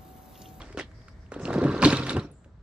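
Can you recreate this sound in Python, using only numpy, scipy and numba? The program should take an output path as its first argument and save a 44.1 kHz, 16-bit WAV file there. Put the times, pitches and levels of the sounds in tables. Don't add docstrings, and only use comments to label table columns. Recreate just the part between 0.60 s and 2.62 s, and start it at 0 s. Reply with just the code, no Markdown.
import sys
import numpy as np
from scipy import signal
from scipy.fft import rfft, irfft
from scipy.io import wavfile
from scipy.ndimage import uniform_filter1d
from numba import njit

SR = 44100
rng = np.random.default_rng(int(sys.argv[2]) if len(sys.argv) > 2 else 0)


def int16_out(signal):
    q = np.round(np.clip(np.atleast_2d(signal).T, -1, 1) * 32767)
    wavfile.write(sys.argv[1], SR, q.astype(np.int16))


def ratio(d):
    e = np.asarray(d, float) / 20
    return 10 ** e


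N = 89214
T = np.arange(N) / SR

# time in seconds, shaking of the tube in dB, jostle of the shafts in dB.
MOTION = [(.705, -88, -83), (.72, -52.5, -49.5), (.79, -41, -52), (.9, -31.5, -42), (1.06, -26, -36.5),
          (1.14, -30, -40.5), (1.217, -34, -37), (1.225, -21.5, -25), (1.28, -21.5, -31),
          (1.30, -28.5, -30.5), (1.46, -36, -42.5), (1.51, -34.5, -38), (1.54, -33, -45.5),
          (1.576, -28, -38.5), (1.61, -38.5, -47), (1.7, -52, -65.5), (1.76, -60, -99)]
# time in seconds, level in dB.
WEIGHT = [(.7, -11), (.82, -4.5), (.95, -4), (1.06, 0.5), (1.2, -1), (1.3, -0.5), (1.5, 1), (1.62, 3),
          (1.76, 3)]
# time in seconds, peak in dB, pitch in Hz, time to fade by 60 dB in seconds.
THUMPS = [(.104, -37, 380, 0.035), (.147, -36, 409, 0.08), (0.1737, -18, 423, 0.0099),
          (0.72, -23.5, 490, 0.014), (0.7621, -24.5, 504, 0.017), (0.83, -27.5, 174, 0.077),
          (0.904, -19, 670, 0.016), (0.959, -14, 189, 0.052), (.986, -11.5, 332, 0.016),
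          (1.016, -14, 381, 0.042), (1.0495, -11, 281, .03), (1.054, -19, 139, 0.27),
          (1.098, -23.5, 404, 0.04), (1.175, -31, 350, .08), (1.221, -16.5, 540, 0.017),
          (1.227, -17.5, 1033, 0.12), (1.241, -10, 263, 0.049), (1.244, -9, 129.6, 0.094),
          (1.2574, -6, 297.5, 0.11), (1.276, -11, 287, 0.024), (1.328, -12, 260, 0.03),
          (1.55, -27, 341, 0.064), (1.5675, -17, 520, .014), (1.5705, -20, 110, .09),
          (1.5715, -17, 300, .02), (1.86, -37, 126.3, 0.028)]
# pitch in Hz, level in dB.
TUBE_TONES = [(95, -9), (133, -5.5), (160, -6.5), (200, -7), (240, -3.5), (288, 1), (340, -1), (405, -1.5),
              (480, -0.5), (550, -4), (700, -3)]
# time in seconds, peak in dB, pitch in Hz.
KNOCKS = [(.788, -32, 530), (.812, -35, 480), (.921, -27, 650), (.948, -27, 900), (0.801, -36, 420),
          (.831, -31, 530), (.862, -30, 446), (0.882, -19.5, 480), (.886, -35, 1410), (.893, -26, 298),
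          (0.911, -29.5, 1140), (.941, -24, 570), (.957, -13.5, 430), (0.972, -19, 229),
          (1.029, -23.5, 460), (1.04, -12.5, 450), (1.069, -22, 1070), (1.083, -18, 230), (1.1, -30, 1060),
          (1.117, -29, 1300), (1.127, -24.5, 510), (1.15, -23, 480), (1.151, -25, 1440),
          (1.196, -25.5, 1370), (1.236, -4.5, 1046), (1.261, -19.5, 2750), (1.273, -22.5, 1500),
          (1.279, -26, 660), (1.285, -11.5, 343), (1.331, -15, 2456), (1.404, -31, 555),
          (1.471, -25.5, 295), (1.482, -25, 590), (1.5705, -19, 730), (1.556, -26, 400), (1.585, -21, 220),
          (.184, -25, 1090), (0.2033, -30, 1800), (.209, -29, 1740), (.227, -44, 3270), (0.239, -38, 200),
          (0.664, -51, 2800)]
# time in seconds, peak in dB, ring in Hz, crack in
# dB.
CLACKS = [(.0054, -31.5, 1120, -62), (.018, -33, 3310, -47.5), (.126, -43, 2050, -47),
          (0.1734, -34, 1480, -37.5), (0.1966, -20.5, 1970, -36), (.315, -52, 1763, -60),
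          (.4845, -56, 4700, -70), (.416, -56, 3300, -60), (0.483, -36.5, 1280, -50),
          (0.7193, -30, 1330, -42.5), (0.7412, -44, 3170, -44), (.7961, -50, 4150, -45),
          (0.8542, -27, 2750, -52), (.8535, -31, 4300, -60), (.854, -36, 5200, -60),
          (0.876, -33, 2730, -56), (0.906, -23.5, 1060, -43.5), (0.9306, -28, 1600, -37.5),
          (1.04, -25, 1460, -37.5), (1.2205, -20.5, 4350, -31.5), (1.2261, -13, 2420, -26.5),
          (1.2467, -7.5, 4290, -38.5), (1.2512, -10.5, 3630, -20.5), (1.3264, -20, 1700, -26),
          (1.3704, -18, 3800, -34), (1.4354, -26.5, 3570, -51), (1.4669, -38, 4830, -31.5),
          (1.495, -15, 3780, -36), (1.5047, -34, 9060, -30), (1.5666, -29.5, 2800, -34),
          (1.596, -32.5, 4100, -68),
          (.9405, -37, 4800, -39),
    (1.63, -47, 2710, -54),
    (1.715, -45.5, 9300, -72),
    (1.8449, -57, 2800, -58),
    (1.4, -56, 4800, -64),
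    (1.531, -33, 3950, -50),
    (1.303, -24, 5100, -45),
    (1.258, -21, 6000, -35),
]
# pitch in Hz, level in dB.
CRACK_COLOUR = [(300, -7), (1500, 15.5), (4500, 2), (8000, 1), (11000, -8.5), (15000, -32.5)]
# time in seconds, level in dB.
CHATTER = [(.705, -81), (.72, -61), (.78, -64.5), (.93, -50.5), (1.217, -49), (1.224, -31), (1.25, -25.5),
           (1.27, -29.5), (1.36, -37), (1.455, -47), (1.5, -38), (1.56, -52), (1.6, -52.5), (1.66, -65),
           (1.73, -76.5), (1.76, -89)]
# pitch in Hz, level in dB.
SHAFT_PITCHES = [(450, -5.5), (750, -15), (1050, -1), (1500, -2), (2200, -15)]
# pitch in Hz, level in dB.
HEAD_PITCHES = [(2000, -10.5), (2600, 1), (3150, -4), (3900, 4), (4500, 0), (5600, -4), (7500, -10),
                (14000, -24)]
# start, attack, hold and 60 dB fade, all in seconds, then level in dB.
SCUFFS = [
    (0.1743, 0.016, 0.0051, 0.094, -35),
    (0, 0.0017, 0.0053, 0.61, -47),
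]
# start, attack, hold and 60 dB fade in seconds, level in dB.
SLIDE = [
    (.19, 0.01, 0.013, .12, -43.5),
]
# pitch in Hz, level in dB.
GRIT_PITCHES = [(250, -4.5), (550, -2), (1100, -1.5), (2000, 1), (3400, -0.5), (6000, 1), (12000, -34)]
# pitch in Hz, level in dB.
FINE_GRIT_PITCHES = [(1500, -1), (2200, -10.5), (3300, 7), (4800, -3), (8000, -17)]
# pitch in Hz, level in dB.
YARD_COLOUR = [(30, -1.5), (97, -6), (256, -21), (700, -32), (1600, -36), (2500, -48), (4000, -46),
               (6500, -51.5), (8300, -53.5), (9500, -72)]
# pitch in Hz, level under the shared sound in dB.
YARD_SIDE = [(60, -24), (300, -11), (1400, -5), (7000, -2)]
# start, length and fade in seconds, low edge in Hz, width in octaves,
# level in dB.
RASPS = [
    (0.026, 0.13, 0.074, 4550, 0.25, -69.5),
    (0.324, 0.2, 0.035, 4560, 0.29, -69),
    (.58, 0.069, 0.055, 4750, 0.32, -74),
    (-0.21, .7, .9, 1750, .36, -69.5),
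    (0.016, 0.076, .1, 7200, 0.23, -74),
    (1.6, .06, .02, 5540, 0.046, -66),
    (0.79, 0.075, .05, 5070, 0.64, -55.5),
    (1.709, 0.074, 0.18, 7150, 0.17, -72),
]
# pitch in Hz, level in dB.
MIC_COLOUR = [(25, -24), (50, 0), (90, 1.5), (9000, 1.5), (15000, -6), (15700, -12), (16000, -60)]


def tube():
    rows = np.array(THUMPS)
    thumps, at, size = struck(rows, rows[:, 3])
    thumps = thumps + ratio(-18.5) * body(at, size, push_s=0.0013)

    chance = rng.random((600, 2))
    knock_at = (chance[:, 0] * (N - 1)).astype(int)
    knock_size = ratio(-3.2 * np.log(1 - chance[:, 1]))
    rumble = body(knock_at, knock_size, push_s=0.0012)
    rumble = rumble / np.sqrt(uniform_filter1d(rumble ** 2, size=2500))

    deep_hz = 260
    deep = colour(rumble, [(deep_hz * .8, 0), (deep_hz * 1.25, -40)])
    weighted = rumble + (drive(WEIGHT, 1) - 1) * deep
    return thumps + drive(MOTION, 1) * weighted


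def body(at, size, push_s):
    push = np.hanning(int(push_s * SR) + 3)
    push = push / push.sum()
    mix = rng.standard_normal((len(at), len(TUBE_TONES)))
    out = np.zeros(N)
    for k, (hz, db) in enumerate(TUBE_TONES):
        hits = np.bincount(at, size * mix[:, k], N)
        pushes = np.convolve(hits, push)[:N]
        out += ratio(db) * ring(pushes, hz, 29.3 / hz)
    return out


def knocks():
    rows = np.array(KNOCKS)
    return struck(rows, 5.7 / rows[:, 2] + 0.0037)[0]


def clubs():
    rows = np.array(CLACKS)
    tones, at, _ = struck(rows, 0.0087)

    crack_s = 0.0034
    hits = np.bincount(at, ratio(rows[:, 3]), N)
    burst = signal.lfilter([1], [1, -np.exp(-1 / (crack_s * SR))], hits)
    cracks = burst * level(colour(rng.standard_normal(N), CRACK_COLOUR), 0)

    span_s = (.7, 1.76)
    jostle = rattle(drive(MOTION, 2), span_s, SHAFT_PITCHES, count=4500, spread_db=1.0, cycles=3.0)
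    chatter = rattle(drive(CHATTER, 1), span_s, HEAD_PITCHES, count=6000, spread_db=3.5, cycles=7.)
    return tones + cracks + jostle + chatter


def shoe():
    span_s = (0, .3)
    crunch = rattle(pressure(SCUFFS), span_s, GRIT_PITCHES, count=2500, spread_db=2.0, cycles=2.8)
    slide = rattle(pressure(SLIDE), span_s, FINE_GRIT_PITCHES, count=2000, spread_db=2.5, cycles=3.4)
    return crunch + slide


def pressure(rows):
    out = np.zeros(N)
    for start, attack, hold, t60, db in rows:
        fade_db = -60 * np.clip(T - start - attack - hold, 0, 9) / t60
        out += ratio(db + fade_db) * np.clip((T - start) / attack, 0, 1) ** .5
    return out


def yard():
    mid = level(colour(rng.standard_normal(N), YARD_COLOUR), -51)
    side = level(colour(rng.standard_normal(N), YARD_COLOUR), -51)
    traffic = mid + colour(side, YARD_SIDE) * np.array([[1], [-1]])
    traffic = traffic * ratio(-3 * (T - 1.96))
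    treble = signal.sosfilt(signal.butter(2, 1718, "high", fs=SR, output="sos"), traffic)
    out = traffic + (ratio(-3 * T) - 1) * treble
    for row in RASPS:
        out = out + rasp(*row)
    hum_db = -65.5 - 5.5 * T
    return out + ratio(hum_db) * np.sin(2 * np.pi * 638 * T)


def rasp(start, length, fade, hz, octaves, db):
    top_hz = hz * 2 ** octaves
    band = [(hz * .85, -30), (hz, 0), (top_hz, -4), (top_hz * 1.2, -30)]
    rise = (T - start) / .03
    fall = 1 + (start + length - T) / fade
    swell = np.clip(np.minimum(rise, fall), 0, 1) ** 2
    return level(colour(rng.standard_normal((2, N)), band), db) * swell


def level(x, db):
    return x * ratio(db) / np.sqrt(np.mean(x ** 2))


def colour(x, points):
    p = np.array(points)
    hz = np.fft.rfftfreq(N, 1 / SR) + 1
    gain = ratio(np.interp(np.log(hz), np.log(p[:, 0]), p[:, 1]))
    return irfft(rfft(x) * gain, N)


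def ring(x, hz, t60):
    pole = np.exp(2j * np.pi * hz / SR - np.log(1000) / (t60 * SR))
    return signal.lfilter([1], [1, -pole], x).imag


def drive(table, col):
    p = np.array(table)
    return ratio(np.interp(T, p[:, 0], p[:, col], left=-120, right=-120))


def struck(rows, t60):
    at = (rows[:, 0] * SR).astype(int)
    size, hz = ratio(rows[:, 1]), 1. * rows[:, 2]
    cycles = t60 * hz / np.log(1000)
    return grains(at, hz, size, cycles, 0 * hz, N), at, size


def rattle(gain, span, pitches, count, spread_db, cycles):
    when, pitch, force, life, place = rng.random((count, 5)).T
    p = np.array(pitches)
    at = ((span[0] + np.ptp(span) * when) * SR).astype(int)
    hz = p[0, 0] * (p[-1, 0] / p[0, 0]) ** pitch
    pitch_db = np.interp(np.log(hz), np.log(p[:, 0]), p[:, 1])
    size = ratio(pitch_db - spread_db * np.log(1 - .98 * force))
    long = cycles * 4 ** (life - .5)
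    power = np.mean(size ** 2 * long / hz) / 4 * count / np.ptp(span)
    turn = np.pi * hz * 4e-5 * (2 * place - 1) * 2
    return grains(at, hz, size * gain[at] / np.sqrt(power), long, turn, N)


@njit
def grains(at, hz, size, cycles, turn, n):
    out = np.zeros((2, n))
    for k in range(len(at)):
        step = np.exp((2j * np.pi - 1 / cycles[k]) * hz[k] / SR)
        z = size[k] + 0j
        e = np.exp(1j * turn[k])
        for i in range(min(n - at[k], int(6 * cycles[k] * SR / hz[k]))):
            swell = min(1., 2 * i * hz[k] / SR)
            out[0, at[k] + i] += swell * (z * e).imag
            out[1, at[k] + i] += swell * (z / e).imag
            z *= step
    return out


def scene():
    near = tube() + knocks() + clubs() + shoe()

    lag_s, right_db = 5.5e-5, 2.5
    late = irfft(rfft(near) * np.exp(-2j * np.pi * np.fft.rfftfreq(N, 1 / SR) * lag_s), N)
    left = colour(late[0], [(300, -0.011), (5000, -right_db / 2)])
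    right = colour(near[1], [(300, 0.011), (5000, right_db / 2)])
    direct = np.array([left, right])

    t = T[:8000]
    tail = rng.standard_normal((2, 8000)) * ratio(-60 * t / 0.087) * (t > .002)
    tail = tail / np.sqrt(np.sum(tail[0] ** 2))
    bright = signal.sosfilt(signal.butter(2, 815, "high", fs=SR, output="sos"), near)
    echo = ratio(-8) * signal.fftconvolve(bright, tail, axes=1)[:, :N]
    return direct + echo + yard()


def band_limit(x):
    return signal.sosfilt(signal.butter(12, 16020, fs=SR, output="sos"), x)


def record(dry):
    limit = 0.98
    rounded = limit * np.tanh(dry / limit)
    mix = colour(rounded, MIC_COLOUR)
    return band_limit(mix)


dry = scene()
out = record(dry)
int16_out(out)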